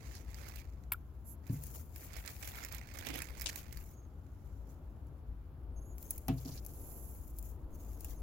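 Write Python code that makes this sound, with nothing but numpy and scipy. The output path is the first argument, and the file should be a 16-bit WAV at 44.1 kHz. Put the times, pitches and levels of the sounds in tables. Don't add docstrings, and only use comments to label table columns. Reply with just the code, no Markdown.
import sys
import numpy as np
from scipy import signal
from scipy.fft import rfft, irfft, next_fast_len
from scipy.io import wavfile
from scipy.ndimage import uniform_filter1d, map_coordinates

SR = 44100
rng = np.random.default_rng(int(sys.argv[2]) if len(sys.argv) > 2 else 0)


def to_wav(sig):
    pcm = np.clip(np.atleast_2d(sig), -1, 1) * 32767
    pcm = np.round(pcm).astype(np.int16)
    wavfile.write(sys.argv[1], SR, pcm.T)


N = 362502
TOP_HZ = 15950


def amp(db):
    return 10 ** (np.asarray(db) / 20)


def unit(x):
    return x / np.sqrt(np.mean(x ** 2) + 1e-20)


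def noise():
    return rng.standard_normal((2, N))


def pan(side_db):
    return unit(amp([[side_db / 2], [-side_db / 2]]))


def add(track, start_s, sound):
    part = track[..., max(round(start_s * SR), 0):][..., :sound.shape[-1]]
    part += sound[..., :part.shape[-1]]


def curves(rows):
    times_s, *columns = np.transpose(rows)
    return [np.interp(np.arange(N) / SR, times_s, column) for column in columns]


def wobble(knots_per_s):
    knots = rng.standard_normal(int(N * knots_per_s / SR) + 4)
    return map_coordinates(knots, [np.arange(N) * knots_per_s / SR])


def filtered(x, response):
    size = next_fast_len(N + SR // 2)
    return irfft(rfft(x, size) * response(np.fft.rfftfreq(size, 1 / SR)), size)[..., :N]


def colour(x, spectrum, size=1024):
    hz, db = np.transpose(spectrum)
    grid_hz = np.fft.rfftfreq(size, 1 / SR)
    gain = amp(np.interp(np.log(grid_hz + 1), np.log(hz), db))
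    cepstrum = irfft(np.log(gain))
    cepstrum[1:size // 2] *= 2
    cepstrum[size // 2 + 1:] = 0
    response = np.exp(rfft(cepstrum))
    response /= np.sqrt(np.mean(np.abs(response) ** 2 * (grid_hz < TOP_HZ)))
    return signal.oaconvolve(np.atleast_2d(x), irfft(response)[None], axes=1)[:, :N]


def burst(hold_s, fade_s, coherence, rough_db, size=4096):
    t = np.arange(size) / SR
    grain = amp(rough_db * unit(uniform_filter1d(rng.standard_normal(size), size=24)))
    envelope = unit(grain) * np.exp(-np.maximum(t - hold_s, 0) / fade_s)
    common = np.sqrt(coherence) * rng.standard_normal(size)
    separate = np.sqrt(1 - coherence) * rng.standard_normal((2, size))
    return envelope * (common + separate)


def crackle(per_s, spread_db, life_s):
    hits = rng.random(N) < per_s / SR
    sizes = hits * amp(spread_db * np.clip(rng.standard_normal(N), -2, 2))
    power = signal.lfilter([1], [1, -np.exp(-1 / (life_s * SR))], sizes ** 2)
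    return unit(np.sqrt(np.abs(power)))


def patchy(depth_db, size=512):
    spectra = signal.stft(noise(), nperseg=size)[2]
    field = rng.standard_normal(spectra.shape[1:])
    for axis in (0, 1):
        field = uniform_filter1d(field, size=4, axis=axis)
    return unit(signal.istft(spectra * amp(depth_db * unit(field)), nperseg=size)[1][:, :N])


def efforts(rows, release_s, rest_db, attack_s=0.03, settle_db=-9.5, settle_s=0.096):
    t = np.arange(N) / SR
    power = np.full(N, amp(rest_db) ** 2)
    for start_s, hold_s, db in rows:
        attack = np.exp(-np.maximum(start_s - t, 0) / attack_s)
        after_s = np.maximum(t - start_s - hold_s, 0)
        release = np.maximum(np.exp(-after_s / release_s), amp(settle_db) * np.exp(-after_s / settle_s))
        power += (amp(db) * attack * release) ** 2
    return np.sqrt(power)


def swells(rows, spectrum, grains, side_db, taper):
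    envelope = np.zeros(N)
    for start_s, length_s, db in rows:
        arch = np.abs(np.sin(np.linspace(0, np.pi, int(length_s * SR))))
        add(envelope, start_s, amp(db) * arch ** taper)
    return pan(side_db) * colour(envelope * grains * noise(), spectrum)


def tone(hz, waver_hz):
    return np.sqrt(2) * np.sin(2 * np.pi * np.cumsum(hz + waver_hz * wobble(700)[:len(hz)]) / SR)


def outdoors():
    # time in seconds, level in dB.
    deep_levels = [(0, -62.5), (2.2, -70), (3.3, -56.5), (4.6, -60.5), (5.8, -56.5), (7.35, -55),
                   (7.7, -52), (8.22, -49)]
    # frequency in Hz, relative level in dB.
    rumble_spectrum = [(20, -26), (30, -24.5), (41, -24.5), (54, 1.5), (70, -4), (88, -7), (108, -14.5),
                       (135, -14.5), (170, -22), (300, -17.5), (420, -24), (850, -31.5), (1400, -45),
                       (2600, -88.5)]
    air_spectrum = [(300, 0.5), (900, 15), (1400, 12.5), (2000, 1), (3200, -1.5), (5500, -11), (8300, -30),
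                    (11000, -4), (16000, -12)]

    def below(hz, edge_hz):
        return 1 / (1 + (hz / edge_hz) ** 8)

    deep_db, = curves(deep_levels)
    swell_db = deep_db - deep_db.mean()
    rumble_db = -49.5 + 0.031 * swell_db + 0.75 * wobble(6)
    murmur_db = -64.5 + 0.4 * swell_db + 1.5 * wobble(4.032)
    bed = colour(rng.standard_normal(N) + 0.23 * noise(), rumble_spectrum, size=16384)
    deep = unit(filtered(bed, lambda hz: below(hz, 42.7)))
    rumble = unit(filtered(bed, lambda hz: below(hz, 232.6) - below(hz, 50)))
    wide_bed = bed + 0.5 * colour(noise(), rumble_spectrum, size=16384)
    murmur = unit(filtered(wide_bed, lambda hz: 1 - below(hz, 251)))
    air = colour(rng.standard_normal(N) + 2 * noise(), air_spectrum)
    lows = amp(deep_db + 3.5 * wobble(6.6)) * deep + amp(rumble_db) * rumble
    return lows * pan(4) + amp(murmur_db) * murmur * pan(1) + amp(-79.5) * air


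def chirps(sag_hz_per_s=6300):
    # start in seconds, length in seconds, starting pitch in Hz, level in dB.
    notes = [(3.928, 0.027, 6650, -70), (3.953, 0.07, 6770, -69.5), (4.022, 0.044, 6650, -74.5),
             (5.757, 0.048, 6600, -65.5), (5.81, 0.031, 6630, -69), (5.843, 0.047, 6800, -70),
             (5.874, 0.078, 7050, -68), (6.046, .028, 6460, -64), (6.076, .06, 6700, -65),
             (7.722, 0.048, 6600, -70.5), (7.784, 0.044, 6700, -71), (7.93, .04, 6700, -70.5),
             (8.155, .04, 6500, -69.5)]
    # time in seconds, pitch in Hz, level in dB.
    whistles = [
        [(5.7, 7360, -97), (5.755, 10350, -83), (5.8, 11000, -79), (5.88, 11370, -75), (5.97, 10800, -82),
         (6.1, 10900, -71), (6.25, 10500, -79), (6.35, 9400, -74)],
        [(7.87, 13100, -78), (7.915, 12300, -69), (7.95, 11100, -74), (8, 11300, -77), (8.09, 10600, -85),
         (8.22, 11100, -70)],
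    ]
    track = np.zeros(N)
    for start_s, length_s, hz, db in notes:
        t = np.arange(int(length_s * SR)) / SR
        envelope = amp(db) * np.sin(np.pi * t / length_s)
        add(track, start_s, envelope * tone(hz - sag_hz_per_s * t, waver_hz=130))
    for glide in whistles:
        times_s, hz, db = np.transpose(glide)
        t = np.arange(times_s[0], times_s[-1], 1 / SR)
        envelope = amp(np.interp(t, times_s, db)) * signal.windows.tukey(len(t), 0.1)
        add(track, times_s[0], envelope * tone(np.interp(t, times_s, hz), waver_hz=110))
    return pan(-5.2) * track


def hutch(x, t60_s, wet_db):
    t = np.arange(SR // 4) / SR
    tail = rng.standard_normal((2, len(t))) * amp(-60 * t / t60_s) * (t > 0.002)
    tail /= np.linalg.norm(tail, axis=1, keepdims=True)
    return x + amp(wet_db) * signal.oaconvolve(x, tail, axes=1)[:, :N]


def bumps():
    # start in seconds, level in dB, contact cutoff in Hz.
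    contacts = [(1.498, -22.5, 180), (1.534, -25, 166), (6.2829, -29.5, 1500), (6.2948, -21.5, 313),
                (6.454, -36, 480), (6.493, -41, 405)]
    # frequency in Hz, relative level in dB, T60 in seconds.
    board_modes = [(124.2, -7, 0.45), (147.7, -6.5, 0.28), (178.7, -12, 0.17), (251.5, -16.5, 0.23),
                   (265.5, -2, 0.16), (344, -13.5, 0.14), (445, -15.5, 0.21), (674, -14.5, 0.19),
                   (761, 1, 0.051), (1025, -19, .05)]
    # start in seconds, fade in seconds, level in dB.
    rattles = [(6.283, 0.024, -42.5)]
    straw_spectrum = [(400, 0.5), (800, 8), (1600, -4), (2700, -1.5),
                      (4500, -10), (9000, -23), (16000, -25)]
    boards, straw = np.zeros((2, 2, N))
    t = np.arange(SR // 2) / SR
    hz, mode_db, t60_s = np.transpose(board_modes)[:, :, None]
    ear_lead_s = np.array([0.0001, -0.0001])[:, None, None]
    waves = np.sin(2 * np.pi * hz * (t + ear_lead_s))
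    onset = 1 - np.exp(-t / 0.0023)
    for start_s, db, cutoff_hz in contacts:
        strength = amp(db + mode_db + rng.normal(0, 1, hz.shape)) / np.sqrt(1 + (hz / cutoff_hz) ** 6)
        ring = np.sum(strength * amp(-60 * t / t60_s) * waves, axis=1)
        add(boards, start_s, pan(1) * ring * onset)
    for start_s, fade_s, db in rattles:
        add(straw, start_s, amp(db) * burst(0.002, fade_s, coherence=0.15, rough_db=3))
    return boards + colour(straw, straw_spectrum)


def thin_hiss():
    # start in seconds, length in seconds, relative level in dB.
    hisses = [(1.235, 0.13, -52.5), (5.72, .3, -72), (6.6, 0.66, -55)]
    # frequency in Hz, relative level in dB.
    spectrum = [(3000, -39), (5500, -24), (7300, -10), (8600, -23), (10300, -5), (12100, 0.5), (12900, -14),
                (14000, -13), (16000, -21)]
    return swells(hisses, spectrum, grains=0.86, side_db=-8, taper=1.47)


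def scuffs():
    # start in seconds, length in seconds, level in dB.
    steps = [(.13, 0.058, -54.5), (6.375, 0.024, -58), (6.447, 0.018, -53.5), (6.472, 0.027, -55),
             (6.505, 0.043, -57.5), (6.555, 0.044, -54)]
    # frequency in Hz, relative level in dB.
    spectrum = [(1000, -14.5), (3500, -2), (4500, 7.5), (5400, 6.5), (6400, 5), (8300, -12), (10000, 0.5),
                (12000, -21), (16000, -11)]
    return swells(steps, spectrum, crackle(per_s=1200, spread_db=3, life_s=0.001), side_db=-3, taper=1)


def tugs():
    # start in seconds, length in seconds, level in dB.
    pulls = [(3.04, 0.11, -48.5), (3.125, 0.079, -46.5)]
    # frequency in Hz, relative level in dB.
    spectrum = [(120, -21), (280, 10), (450, -2.5), (800, -4), (1150, -17), (1700, -18), (2400, -4),
                (3400, -5), (4500, -17), (9000, -27)]
    grains = crackle(per_s=1500, spread_db=5, life_s=0.0013)
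    return swells(pulls, spectrum, grains, side_db=-8, taper=0.97)


def brushing(rub):
    # time in seconds, right-ear gain in dB, rasp over hiss in dB.
    balance = [(0, 8, 7.5), (1.3, 5, -6), (1.65, -1, -5.5), (2.5, -13, -5.5), (3.6, -3, -7.5), (4.4, 8, 2),
               (6, -5, -12), (6.5, 0, -2), (7.2, -0.5, -15), (8.1, -0.5, -2.5)]
    # frequency in Hz, relative level in dB.
    hiss_spectrum = [(3000, -45), (7000, -2.5), (8500, -12.5), (10000, -2.5), (12000, -1.5), (14000, 2.5),
                     (16000, -1)]
    rasp_spectrum = [(500, -0.5), (1500, -11.5), (2400, -10), (3600, -15), (5300, -10), (6900, -5.5),
                     (8200, -15.5), (11000, -28)]
    right_db, rasp_db = curves(balance)
    grains = crackle(per_s=5400, spread_db=8.5, life_s=0.0018)
    hiss = colour(grains * patchy(depth_db=1.5), hiss_spectrum)
    rasp = colour(grains * patchy(depth_db=3), rasp_spectrum)
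    flutter = amp(1.25 * wobble(40))
    return rub * flutter * (hiss + amp(rasp_db) * rasp) * amp([np.zeros(N), right_db])


def stalk_snap(ping_start_s=0.9425, ping_hz=1400, ping_rise_s=0.0028):
    # start in seconds, hold in seconds, split level in dB, knock level in dB.
    stages = [(0.9196, 0.0028, -29, -34.5), (0.925, 0.012, -38.5, -52.5)]
    # frequency in Hz, level in dB, T60 in seconds.
    stalk_modes = [(1060, -35, 0.018), (1340, -33, .016), (1620, -31, 0.02), (2170, -36, .018)]
    # frequency in Hz, relative level in dB.
    split_spectrum = [(600, -32), (1500, -25), (3200, -6), (5300, -11), (6200, -38), (7400, -0.5),
                      (8700, -19), (10500, 1.5), (12600, 12.5), (13600, 3), (14800, 7), (16000, -12)]
    knock_spectrum = [(400, -20), (780, -14), (1000, 5.5), (1170, -6), (1430, 6), (1900, -3), (2400, -3.5),
                      (4000, -13), (8000, -71)]
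    split, knock, ring = np.zeros((3, 2, N))
    for start_s, hold_s, split_db, knock_db in stages:
        add(split, start_s, amp(split_db) * burst(hold_s, 0.0013, coherence=0.62, rough_db=3))
        add(knock, start_s, amp(knock_db) * burst(hold_s, 0.0019, coherence=0.94, rough_db=3.5))
    t = np.arange(4096) / SR
    modes = sum(amp(db - 60 * t / t60_s) * np.sin(2 * np.pi * hz * t) for hz, db, t60_s in stalk_modes)
    add(ring, stages[0][0], (1 - np.exp(-t / 0.00058)) * modes)
    swell = (t / ping_rise_s) ** 2 * np.exp(2 - 2 * t / ping_rise_s)
    add(ring, ping_start_s, amp(-39) * swell * np.sin(2 * np.pi * ping_hz * t))
    return colour(split, split_spectrum) + colour(knock, knock_spectrum) + ring


def stalk_tear():
    # start in seconds, hold in seconds, level in dB, left over right in dB.
    stages = [(3.459, 0.012, -35.5, 7), (3.472, 0.03, -45, 2), (3.578, 0.029, -57.5, 6)]
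    # frequency in Hz, relative level in dB.
    spectrum = [(700, -2), (1800, -9), (2500, 7.5), (4000, 7), (6500, 7.5), (8500, -1), (10200, -3),
                (11500, -16), (16000, -17)]
    rip = np.zeros((2, N))
    for start_s, hold_s, db, side_db in stages:
        add(rip, start_s, amp(db) * pan(side_db) * burst(hold_s, 0.002, coherence=0.15, rough_db=4.5))
    return colour(rip, spectrum)


def fracture(fade_s, straw_db, ring_hz):
    sharp = burst(0.0001, fade_s, coherence=0.34, rough_db=0.5)
    t = np.arange(sharp.shape[1]) / SR
    fibre_hz = ring_hz * np.exp(0.233 * np.clip(rng.standard_normal(), -2, 2))
    ring = 0.37 * np.sin(2 * np.pi * fibre_hz * t) * np.exp(-t / 0.0025)
    crack = sharp + ring + amp(straw_db) * burst(0.0025, 0.0035, coherence=0, rough_db=4.5)
    energy = 0.003 * SR
    return crack * np.sqrt(energy / np.sum(crack ** 2, axis=1, keepdims=True))


def small_cracks(effort, per_s, tick_db, body_db, side_db, spread_db=3.5):
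    when, strength = rng.random((int(per_s * N / SR), 2)).T
    starts = (when * N).astype(int)
    levels_db = 20 * np.log10(effort[starts]) + spread_db * (2 * strength - 1)
    return [(i / SR, db + tick_db, db + body_db, side_db) for i, db in zip(starts, levels_db)]


def cracks(crush, rub):
    # time in seconds, relative tick and body levels in dB, left over right in dB.
    loudest = [(0.1518, -54, -50, -24), (0.344, -55, -47, -12), (0.486, -50, -50, -17),
               (0.5578, -47, -50, -25), (0.587, -61, -56, -17), (0.599, -58, -54, -21),
               (0.837, -76, -65.5, -10), (1.4671, -58, -57, -14), (1.6367, -44.5, -72, 15),
               (1.9603, -49.5, -50, -26), (2.261, -48.5, -48, -20), (2.276, -49, -38.5, -19),
               (2.4274, -53, -43, -18), (2.475, -44, -44, -11), (2.6374, -56, -44.5, -9),
               (2.648, -42.5, -43, -14), (2.7237, -45, -46, -20), (2.747, -43.5, -43.5, -22),
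               (2.987, -43.5, -41.5, -29), (3.0674, -43, -46, -24), (3.2194, -39.5, -37.5, -11),
               (3.3967, -48, -47, -16), (3.411, -42, -43, -14), (3.418, -39, -39, -15),
               (3.491, -46, -40.5, -16), (3.4958, -49, -40.5, -9), (3.558, -40, -40.5, -10),
               (3.7258, -48, -49.5, -15), (3.7718, -49, -50, -12), (4.265, -79.5, -70, -8),
               (5.069, -72, -76, -2), (5.9815, -50, -62, -1), (6.0268, -46.5, -63, -1),
               (6.1064, -30.5, -57, -4), (6.179, -42.5, -64, -4), (6.2821, -39, -44.5, 2),
               (6.649, -48, -68, 7), (6.6632, -42, -74, 21), (7.3858, -41.5, -69, 2), (7.426, -48, -84, 8),
               (8.007, -44.5, -68, 7), (8.0457, -41.5, -54.5, 2)]
    # frequency in Hz, relative level in dB.
    tick_spectrum = [(3000, -23.5), (7000, -2), (8700, -10), (10500, 2.5), (12800, 3), (16000, 6)]
    body_spectrum = [(300, -2), (1000, -20), (1700, 5.5), (2400, 4.5), (3200, -8.5), (5000, 0.5),
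                     (7500, 4.5), (8800, -7.5), (12000, -72)]
    ticks, bodies = np.zeros((2, 2, N))
    bitten = small_cracks(crush, per_s=22, tick_db=-9, body_db=-5.5, side_db=-25)
    rubbed = small_cracks(rub, per_s=6.9, tick_db=3, body_db=-13, side_db=15)
    for time_s, tick_db, body_db, side_db in loudest + bitten + rubbed:
        tick = fracture(fade_s=0.0003, straw_db=-12, ring_hz=11000)
        body = fracture(fade_s=0.00069, straw_db=-11.5, ring_hz=4050)
        add(ticks, time_s + 0.0007, amp(tick_db) * pan(side_db) * tick)
        add(bodies, time_s + 0.0006, amp(body_db) * pan(side_db) * body)
    return amp(0.5) * colour(ticks, tick_spectrum) + amp(-0.5) * colour(bodies, body_spectrum)


def crunch(crush, coherence=0.15, left_lag_s=0.00045, left_db=-13):
    # frequency in Hz, relative level in dB.
    grind_spectrum = [(200, -6), (750, -3), (1150, -4.5), (1550, -2.5), (1850, -1), (2200, 1), (2620, -5.5),
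                      (3050, -13), (4600, -8.5), (7500, -13), (8500, -18.5), (13000, -17), (16000, -13)]
    fibre_spectrum = [(100, -1), (300, 1), (750, 6), (1150, -10.5), (1600, 0), (2400, 3.5), (3400, 4),
                      (4300, -8), (7400, -7), (8700, -5), (11000, -4), (13200, 1.5), (16000, -12)]
    fine = crackle(per_s=1300, spread_db=9, life_s=0.0021) * patchy(depth_db=2.5)
    coarse = crackle(per_s=580, spread_db=10.5, life_s=0.00089) * patchy(depth_db=3.5)
    grind = amp(-3.5) * colour(fine, grind_spectrum)
    fractures = amp(4.5) * colour(coarse, fibre_spectrum)
    opening = crush / (crush + amp(-32.5))
    left, right = (1 - opening) * grind + opening * fractures
    delayed = filtered(right, lambda hz: np.exp(-2j * np.pi * hz * left_lag_s))
    left = np.sqrt(coherence) * delayed + np.sqrt(1 - coherence) * left
    return crush * np.array([amp(left_db) * left, right])


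def scene():
    # start of hold in seconds, hold in seconds, effort in dB.
    bites = [(0.005, 0.13, -53.5), (0.117, 0.073, -58.5), (0.289, 0.022, -52), (0.368, 0.127, -49),
             (0.546, 0.065, -49), (1.479, 0.087, -58.5), (1.998, 0.109, -54), (2.15, 0.031, -44.5),
             (2.253, 0.084, -48), (2.439, 0.058, -44), (2.552, 0.11, -44.5), (2.724, 0.063, -44.5),
             (2.832, 0.074, -52.5), (2.948, 0.073, -45.0), (3.065, 0.029, -38), (3.147, 0.062, -39),
             (3.284, 0.16, -50), (3.429, 0.18, -48.5), (3.645, 0.14, -53)]
    brushes = [(0.061, 0.15, -72.5), (0.375, 0.22, -71.5), (1.525, 0.044, -58), (1.638, 0.07, -53),
               (1.745, 0.054, -52), (1.966, 0.096, -56), (2.182, 0.039, -56), (2.294, 0.118, -55.5),
               (2.443, 0.0594, -53.0), (2.569, 0.01, -50.5), (2.663, 0.13, -67), (3.017, 0.31, -72),
               (3.425, 0.092, -58), (3.58, 0.0077, -54), (3.773, 0.14, -64), (4.461, 0.11, -82.5),
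               (4.687, 0.04, -75.5), (6.004, 0.05, -57), (6.111, 0.044, -52), (6.288, 0.05, -64.5),
               (6.389, 0.18, -58.5), (6.645, 0.66, -61), (7.389, 0.11, -59.5), (7.75, 0.19, -63.5),
               (8.016, 0.108, -58)]
    crush = efforts(bites, release_s=0.029, rest_db=-79.5)
    rub = efforts(brushes, release_s=0.03, rest_db=-85.5)
    rustle = thin_hiss() + scuffs() + tugs() + crunch(crush) + brushing(rub)
    around = bumps() + outdoors() + chirps()
    breaks = stalk_snap() + stalk_tear() + cracks(crush, rub)
    return rustle + around + hutch(breaks, t60_s=0.16, wet_db=-22)


def record(dry):
    return filtered(dry, lambda hz: hz < TOP_HZ)


dry = scene()
out = record(dry)
to_wav(out)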